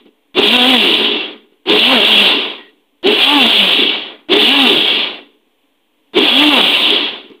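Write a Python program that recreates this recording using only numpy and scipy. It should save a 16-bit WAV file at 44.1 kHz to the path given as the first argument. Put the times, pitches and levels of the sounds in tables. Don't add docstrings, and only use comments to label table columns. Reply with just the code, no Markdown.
import sys
import numpy as np
from scipy import signal
from scipy.fft import rfft, irfft, next_fast_len
from scipy.io import wavfile
from scipy.ndimage import uniform_filter1d

SR = 44100
rng = np.random.default_rng(int(sys.argv[2]) if len(sys.argv) > 2 else 0)


def dump(signal):
    limited = np.clip(np.atleast_2d(signal).T, -1, 1)
    pcm = np.round(limited * 32767).astype(np.int16)
    wavfile.write(sys.argv[1], SR, pcm)


def ratio_of_db(decibels):
    return 10 ** (np.asarray(decibels, float) / 20)


N = 326340
TIME_S = np.arange(N) / SR

# (switch-on [s], housing rumble [dB], jar knocking [dB], fine spray [dB])
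PULSES = [(0.343, -26, -20.5, -35.5), (1.655, -27, -20.5, -35), (3.029, -30, -20.5, -35),
          (4.286, -27.5, -20.5, -35), (6.134, -29, -20, -34.5)]
# (housing jolt [dB], groan shaft speed [Hz], groan level [dB], hold [s], glide [s])
STARTS = [(-7, 207, -14, 0.1, .028), (-8, 214, -15, .13, .022), (-8.5, 220, -8.5, .08, .035),
          (-8.5, 216, -8.5, .09, .04), (-9.5, 203, -10.5, .09, .03)]
# (time [s], fall rate [dB/s], softness of the bend [s], spray dies earlier by [s])
RUNOUTS = [(1.22, 193.5, 0.046, .19), (2.42, 157, 0.054, .14), (4.0, 183, .06, 0.17),
           (5.05, 172, 0.053, 0.15), (7.08, 153.5, 0.05, .17)]


def whine():
    # (time [s], shaft speed [Hz], first order [dB], third order [dB], second-order swell [dB])
    shaft_runs = [
        [(0.47, 199.6, -24, -39.5, 5.5), (0.552, 250.8, -16, -22.5, 0), (0.642, 247.1, -15, -19.5, 5),
         (0.695, 266, -15, -27.5, 3), (0.75, 248.4, -13.5, -20.5, 2.2), (0.81, 212.6, -22, -41, 1),
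         (0.85, 187, -30.5, -38, 12), (0.89, 165.2, -40.5, -35.5, 18), (0.95, 151.4, -51, -32, 8.5)],
        [(1.81, 213, -28.5, -38.5, 1), (1.86, 238, -23.5, -36.5, 0), (1.92, 270.2, -15.5, -21, 0.5),
         (1.958, 244.8, -12, -22.5, -0.6), (2.012, 190.6, -34, -24, 0.5), (2.064, 222.7, -33, -33, -3),
         (2.17, 208, -23.5, -33.5, 1), (2.216, 206.6, -18.5, -31.5, 4.5), (2.29, 176.1, -41, -30.5, -0.4)],
        [(3.21, 224.4, -36.5, -39, -5.5), (3.274, 276.7, -25, -25, 1.8), (3.328, 294.8, -18.5, -18, 0),
         (3.364, 290.6, -11, -19.5, 0), (3.392, 272.4, -18, -21, 1), (3.452, 227, -16, -23, 15.5),
         (3.534, 225, -35, -35.5, -2), (3.628, 197.9, -20.5, -36, 1.5), (3.72, 171, -44, -32, 1.5)],
        [(4.46, 230.8, -37.5, -40, -0.5), (4.485, 245, -19, -29, 1.5), (4.548, 285.9, -19.5, -24, -2.5),
         (4.62, 268.7, -14, -25, -0.5), (4.642, 256.9, -9, -19.5, 4.5), (4.7, 204.9, -28.5, -30, 15.5),
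         (4.74, 169.2, -41, -34.5, 24), (4.78, 145.2, -34, -32, -9)],
        [(6.31, 228, -25.5, -35.5, -7), (6.375, 269.5, -14.5, -36.5, -1.5), (6.418, 297.8, -10.5, -17, 7),
         (6.488, 298.4, -7, -27, 4), (6.522, 285.9, -15.5, -17, 3), (6.616, 197.4, -25.5, -29, 8.5),
         (6.66, 182, -35, -41.5, -2.5)],
    ]
    # (second order [dB re third], fourth order [dB re third])
    order_balance = [(-2, -3.5), (-3, -5.5), (-14, -5.5), (-12, -4.5), (-12, -4)]
    high_orders_db = [-10, -7, -12, -9]
    shaft_waver, order_waver_db = 0.006, 1.94
    boom_hz, boom_width_hz, boom_db = 422, 29, 7

    shaft_hz, first_db, third_db, swell_db = in_time(shaft_runs)
    turn_rad = 2 * np.pi * np.cumsum(shaft_hz * (1 + shaft_waver * drift(25))) / SR
    heard = np.zeros(N)
    for rows in shaft_runs:
        heard[(TIME_S > rows[0][0]) & (TIME_S < rows[-1][0] + 0.012)] = 1
    heard = uniform_filter1d(heard, size=900)

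    second_db, fourth_db = np.array(order_balance)[which_pulse()].T
    orders_db = [first_db]
    for offset_db in (second_db, 0, fourth_db):
        orders_db.append(third_db + offset_db + order_waver_db * drift(16))
    boom = boom_db / (1 + ((2 * shaft_hz - boom_hz) / boom_width_hz) ** 2)
    orders_db[1] = orders_db[1] + swell_db + boom
    upper_db = (orders_db[2] + orders_db[3]) / 2
    orders_db += [upper_db + db + 3.0 * drift(14) for db in high_orders_db]
    tones = sum(ratio_of_db(db + 1.2 * drift(25)) * np.sin((k + 1) * turn_rad) for k, db in enumerate(orders_db))
    return np.sqrt(2) * heard * tones, turn_rad


def groan():
    order_levels_db = [-32, -0.5, -20.5, -17]
    glide_depth, rise_s = 0.35, 0.018
    sag_db_per_s, fall_db_per_s = 39.5, 250.5

    out = np.zeros(N + SR)
    age_s = np.arange(SR // 2) / SR
    for (start_s, *_), (_, hz, level_db, hold_s, glide_s) in zip(PULSES, STARTS):
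        shaft_hz = hz * (1 - glide_depth * np.exp(-age_s / glide_s))
        turn_rad = 2 * np.pi * np.cumsum(shaft_hz) / SR
        rise = 1 - np.exp(-(age_s / rise_s) ** 2 / 2)
        fall_db = sag_db_per_s * age_s + fall_db_per_s * np.maximum(age_s - hold_s, 0)
        tones = sum(ratio_of_db(db) * np.sin((k + 1) * turn_rad) for k, db in enumerate(order_levels_db))
        first = round(start_s * SR)
        out[first:first + len(age_s)] += rise * ratio_of_db(level_db - fall_db) * tones
    return np.sqrt(2) * ratio_of_db(2.5 * drift(25)) * out[:N]


def churn(turn_rad):
    # (frequency [Hz], relative density [dB])
    hiss_spectrum = [(880, -59), (1500, -20), (1660, -11.5), (1800, -19), (2540, -6), (2710, 2.5),
                     (3320, 1.5), (3900, -6.5), (4060, -12.5), (4840, -26.5), (5320, -34), (5970, -41.5),
                     (7500, -52.5), (9750, -69), (16500, -120)]
    knock_spectrum = [(260, -32), (450, -24), (468, -6.5), (507, 0.5), (880, -4.5), (998, -7.5), (1800, -8),
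                      (2200, -5.5), (2860, -14), (4840, -120)]
    spray_spectrum = [(3820, -40), (6500, -12), (7660, -10.5), (8540, -4.5), (9950, -5.5), (11600, -12),
                      (13800, -8), (14800, 0.5), (15500, -6.5)]
    # (frequency [Hz], relative density [dB])
    counter_spectrum = [(25, -32), (60, -19.5), (100, -8.5), (140, 0.5), (190, -2), (260, -17)]

    hiss_db, rumble_db, knock_db, spray_db = churn_levels()
    slosh = drift(6.9)
    beat = 1 + 0.11 * np.sin(turn_rad)
    pulp = beat * (rng.standard_normal(N) + 0.65 * grains(3000, spread_db=1.5))
    lumps = rng.standard_normal(N) + 0.6 * grains(400, spread_db=3.0)

    hiss = rms_one(jar(coloured(pulp, hiss_spectrum)))
    hiss *= ratio_of_db(hiss_db + 0.49 * slosh + 0.96 * drift(40))
    knock = rms_one(jar(coloured(lumps, knock_spectrum)))
    knock *= ratio_of_db(knock_db + 1.1 * slosh + 0.47 * drift(25))
    rumble = ratio_of_db(rumble_db + 1.1 * drift(8.8)) * rms_one(housing(housing(lumps)))
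    shake = ratio_of_db(knock_db - 26 + 0.85 * drift(10)) * coloured(lumps[::-1], counter_spectrum)
    spray = rms_one(jar(coloured(pulp[::-1], spray_spectrum)))
    spray *= ratio_of_db(spray_db + 0.6 * slosh + 0.48 * drift(30))
    return hiss + knock + rumble + shake + spray


def churn_levels():
    # (time [s], level [dB])
    pulp_levels = [
        [(.385, -8.5), (.431, -9), (.475, -8.5), (.7, -7), (.795, -10), (.867, -9.5), (1.01, -12), (1.15, -15)],
        [(1.7, -11), (1.75, -10.5), (1.924, -9.5), (2.028, -13), (2.062, -8), (2.166, -9), (2.2, -6),
         (2.35, -11)],
        [(3.077, -9.5), (3.17, -14.5), (3.223, -10), (3.265, -9.5), (3.353, -10.5), (3.457, -8.5),
         (3.695, -10.5), (3.8, -10.5), (3.9, -14.5)],
        [(4.335, -10.5), (4.371, -11), (4.431, -7.5), (4.569, -12), (4.629, -7), (4.709, -9.5), (4.833, -13),
         (4.917, -11.5)],
        [(6.181, -10), (6.245, -11), (6.329, -12.5), (6.43, -7), (6.589, -10), (6.777, -10), (6.919, -12.5),
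         (7.0, -14)],
    ]
    # (time [s], housing rumble [dB], jar knocking [dB])
    lurches = [(0.7, -30, -21.5), (0.867, -19.5, -27), (1.011, -18.5, -28.5), (1.3, -36.5, -43.5),
               (1.75, -17.5, -21), (1.931, -28, -16), (2.039, -22, -21), (2.2, -25, -28),
               (2.349, -17.5, -35.5), (3.457, -17.5, -18), (3.803, -17, -29.5), (4.089, -37, -37.5),
               (4.372, -19, -16.5), (4.431, -18, -26), (4.63, -34, -20), (4.709, -14, -22.5),
               (6.245, -23, -22.5), (6.43, -25, -14), (6.589, -21, -19), (6.919, -16.5, -34)]
    # (time [s], housing rumble [dB], pulp hiss [dB])
    stirrings = [(0.0, -40, -49.5), (0.066, -42, -53), (1.53, -55, -61), (2.78, -53, -69.5),
                 (7.32, -37, -48)]
    # (depth at switch-on [dB], rise [s], bend of the rise [exponent], sag [dB/s],
    # run-out lead [s], share of the fall rate [ratio])
    hiss_shape = (27, .042, 1.15, 0, 0, 1)
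    knock_shape = (22, .04, 1.2, 2.5, -.05, .95)
    rumble_shape = (13, 0.57, 2.5, -3.45, 0.02, 0.6)
    spray_shape = (32.5, 0.16, 3.5, 0, 0, 0.74)
    full_pulp_db, spray_floor_db = -8.5, -84.5
    knock_per_pulp_db, spray_per_pulp_db = 0.64, 1.45
    jolt_delay_s, jolt_knock_db, stir_knock_db = 0.047, -8.5, -2

    start_s, rumble, knock, spray = np.transpose(PULSES)
    pulp = np.choose(which_pulse(), [in_time([rows])[0] for rows in pulp_levels]) - full_pulp_db
    jolts = zip(start_s + jolt_delay_s, [row[0] for row in STARTS])
    jolt = peaks_db(jolts, rise_db_per_s=699, fall_db_per_s=171)
    jolt[:round(start_s[0] * SR)] = -200
    lurch_rumble, lurch_knock = (peaks_db(np.array(lurches)[:, [0, k]], 251, 151) for k in (1, 2))
    stir_rumble, stir_hiss = (peaks_db(np.array(stirrings)[:, [0, k]], 500, 354) for k in (1, 2))

    hiss_db = pulse_db(0 * start_s + full_pulp_db, hiss_shape) + pulp
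    rumble_db = pulse_db(rumble, rumble_shape)
    knock_db = pulse_db(knock, knock_shape) + knock_per_pulp_db * pulp
    spray_db = pulse_db(spray, spray_shape, np.array(RUNOUTS)[:, -1]) + spray_per_pulp_db * pulp
    return (power_sum([hiss_db, stir_hiss]),
            power_sum([rumble_db, jolt, lurch_rumble, stir_rumble]),
            power_sum([knock_db, jolt + jolt_knock_db, lurch_knock, stir_hiss + stir_knock_db]),
            power_sum([spray_db, spray_floor_db]))


def pulse_db(levels_db, shape, early_s=np.zeros(5)):
    depth_db, rise_s, bend, sag_db_per_s, lead_s, share = shape
    t = TIME_S[::16]
    rows = []
    for (start_s, *_), (out_s, fall_db_per_s, soft_s, _), db, early in zip(PULSES, RUNOUTS, levels_db, early_s):
        age_s = np.maximum(t - start_s, 0)
        rise_db = depth_db * np.maximum(1 - age_s / rise_s, 0) ** bend
        past_s = soft_s * np.logaddexp(0, (t - out_s + lead_s + early) / soft_s)
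        fall_db = share * fall_db_per_s * past_s
        rows.append(np.where(t > start_s, db - rise_db - sag_db_per_s * age_s - fall_db, -200))
    return np.repeat(np.max(rows, axis=0), 16)[:N]


def peaks_db(events, rise_db_per_s, fall_db_per_s):
    t, pulse = TIME_S[::16], which_pulse()
    rows = []
    for s, db in events:
        drop_db = np.maximum(rise_db_per_s * (s - t), fall_db_per_s * (t - s))
        rows.append(np.where(pulse[::16] >= pulse[round(s * SR)], db - drop_db, -200))
    return np.repeat(np.max(rows, axis=0), 16)[:N]


def which_pulse():
    return np.maximum(np.searchsorted([row[0] for row in PULSES], TIME_S) - 1, 0)


def housing(x):
    # (frequency [Hz], width [Hz], gain [dB])
    base_modes = [(221, 48, -3.5), (291.7, 45.8, 2.5), (345, 97, 0.5), (422.8, 60, 2), (488, 61, -7.5)]
    return sum((-1) ** k * ratio_of_db(db) * resonate(x, hz, width_hz)
               for k, (hz, width_hz, db) in enumerate(base_modes))


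def jar(x):
    # (frequency [Hz], width [Hz], mean gain re direct sound [dB])
    wall_modes = [(776, 59, -9), (1016, 120, 3), (1189, 34, 1), (1442, 21, 0.5), (1953, 61, -3),
                  (2280, 42, 3), (2440, 100, -0.5), (2730, 93, -5), (2963, 48, -1.5), (3314, 160, -0.5),
                  (3516, 80, 0), (3780, 150, -3.5), (4220, 260, -1.5), (4733, 68, 1), (8150, 150, -0.5),
                  (8680, 66, -1), (9800, 100, -1.5)]
    out = x
    for hz, width_hz, db in wall_modes:
        sway_db = 5.5 * np.tanh(drift(5))
        out = out + ratio_of_db(db + sway_db) * resonate(x, hz, width_hz)
    return out


def bumps():
    # (time [s], relative impulse strength [dB])
    bump_times = [(0.058, -26), (0.084, -30.5), (1.518, -34.5), (7.302, -17), (7.317, -21)]
    taps = np.zeros(N)
    for s, strength_db in bump_times:
        taps[round(s * SR)] = ratio_of_db(strength_db)
    band = signal.butter(3, [500, 3500], "band", fs=SR, output="sos")
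    tick = jar(signal.sosfilt(band, taps))
    thud = housing(signal.lfilter([0.15], [1, -0.85], taps))
    return ratio_of_db(32.5) * thud + ratio_of_db(-3) * tick


def whistle():
    # (start [s], end [s], frequency [Hz], width of each resonance [Hz], peak level [dB])
    whistle_settings = (2.52, 2.72, 1930, 160, -46)
    start_s, end_s, hz, width_hz, level_db = whistle_settings
    swell = np.sin(np.pi * np.clip((TIME_S - start_s) / (end_s - start_s), 0, 1))
    tone = resonate(resonate(rng.standard_normal(N), hz, width_hz), hz, width_hz)
    return ratio_of_db(level_db) * swell * rms_one(tone)


def hum():
    # (frequency [Hz], mean level [dB])
    hum_tones = [(436.0, -72), (538.3, -80.5)]
    return sum(np.sqrt(2) * ratio_of_db(db + 2.5 * drift(4)) * np.sin(2 * np.pi * hz * TIME_S)
               for hz, db in hum_tones)


def room_noise():
    # (frequency [Hz], relative density [dB])
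    room_spectrum = [(18, -67.5), (30, -35.5), (177, -27), (284, -3.5), (399, -20), (432, -15.5),
                     (691, -19), (1050, -19), (1360, -29), (1600, -26), (3320, -18), (4780, -42),
                     (15500, -35)]
    return ratio_of_db(-61 + 0.6 * drift(3)) * coloured(rng.standard_normal(N), room_spectrum)


def in_time(tables):
    rows = np.vstack(tables)
    return [np.interp(TIME_S, rows[:, 0], column) for column in rows[:, 1:].T]


def rms_one(x):
    return x / np.sqrt(np.mean(x ** 2) + 1e-20)


def power_sum(levels_db):
    return 10 * np.log10(sum(ratio_of_db(db) ** 2 for db in levels_db) + 1e-20)


def drift(rate_hz):
    r = np.exp(-40 * np.pi * rate_hz / SR)
    noise = rng.standard_normal(N // 20 + 4002)
    slow = signal.lfilter([1], [1, -2 * r, r * r], noise)[4000:]
    return np.interp(np.arange(N) / 20, np.arange(len(slow)), rms_one(slow - slow.mean()))


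def coloured(x, spectrum):
    size = next_fast_len(N)
    hz = np.arange(size // 2 + 1) * SR / size + 1
    table_hz, table_db = np.transpose(spectrum)
    gain = ratio_of_db(np.interp(np.log(hz), np.log(table_hz), table_db, left=-120, right=-120))
    return rms_one(irfft(rfft(x, size) * gain, size)[:N])


def grains(per_s, spread_db):
    sizes = ratio_of_db(spread_db * np.minimum(rng.exponential(1, N), 4)) * rng.choice([-1, 1], N)
    return rms_one(sizes * (rng.random(N) < per_s / SR))


def resonate(x, hz, width_hz):
    r = np.exp(-np.pi * width_hz / SR)
    return signal.lfilter([1 - r, 0, r - 1], [1, -2 * r * np.cos(2 * np.pi * hz / SR), r * r], x + 1e-18)


def scene():
    tones, turn_rad = whine()
    blender = tones + groan() + churn(turn_rad)
    return (blender + bumps() + whistle() + hum() + room_noise())[None]


def limiter(x, knee_db, release_db_per_s, attack_s):
    ramp_db = release_db_per_s * TIME_S
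    over_db = np.maximum(20 * np.log10(np.abs(x) + 1e-9) - knee_db, 0)
    held_db = np.maximum.accumulate(over_db + ramp_db, axis=-1) - ramp_db
    r = np.exp(-1 / (attack_s * SR))
    smooth_db = signal.lfilter([1 - r], [1, -r], held_db)
    return x * ratio_of_db(-np.roll(smooth_db, -round(attack_s * SR), axis=-1))


def band_limit(x):
    return signal.sosfilt(signal.butter(12, 15660, fs=SR, output="sos"), x)


def record(dry):
    held = limiter(dry, knee_db=0.68, release_db_per_s=105.0, attack_s=0.00078)
    mix = np.clip(held, -0.99, 0.99) - 0.0005
    return band_limit(mix)


dry = scene()
out = record(dry)
dump(out)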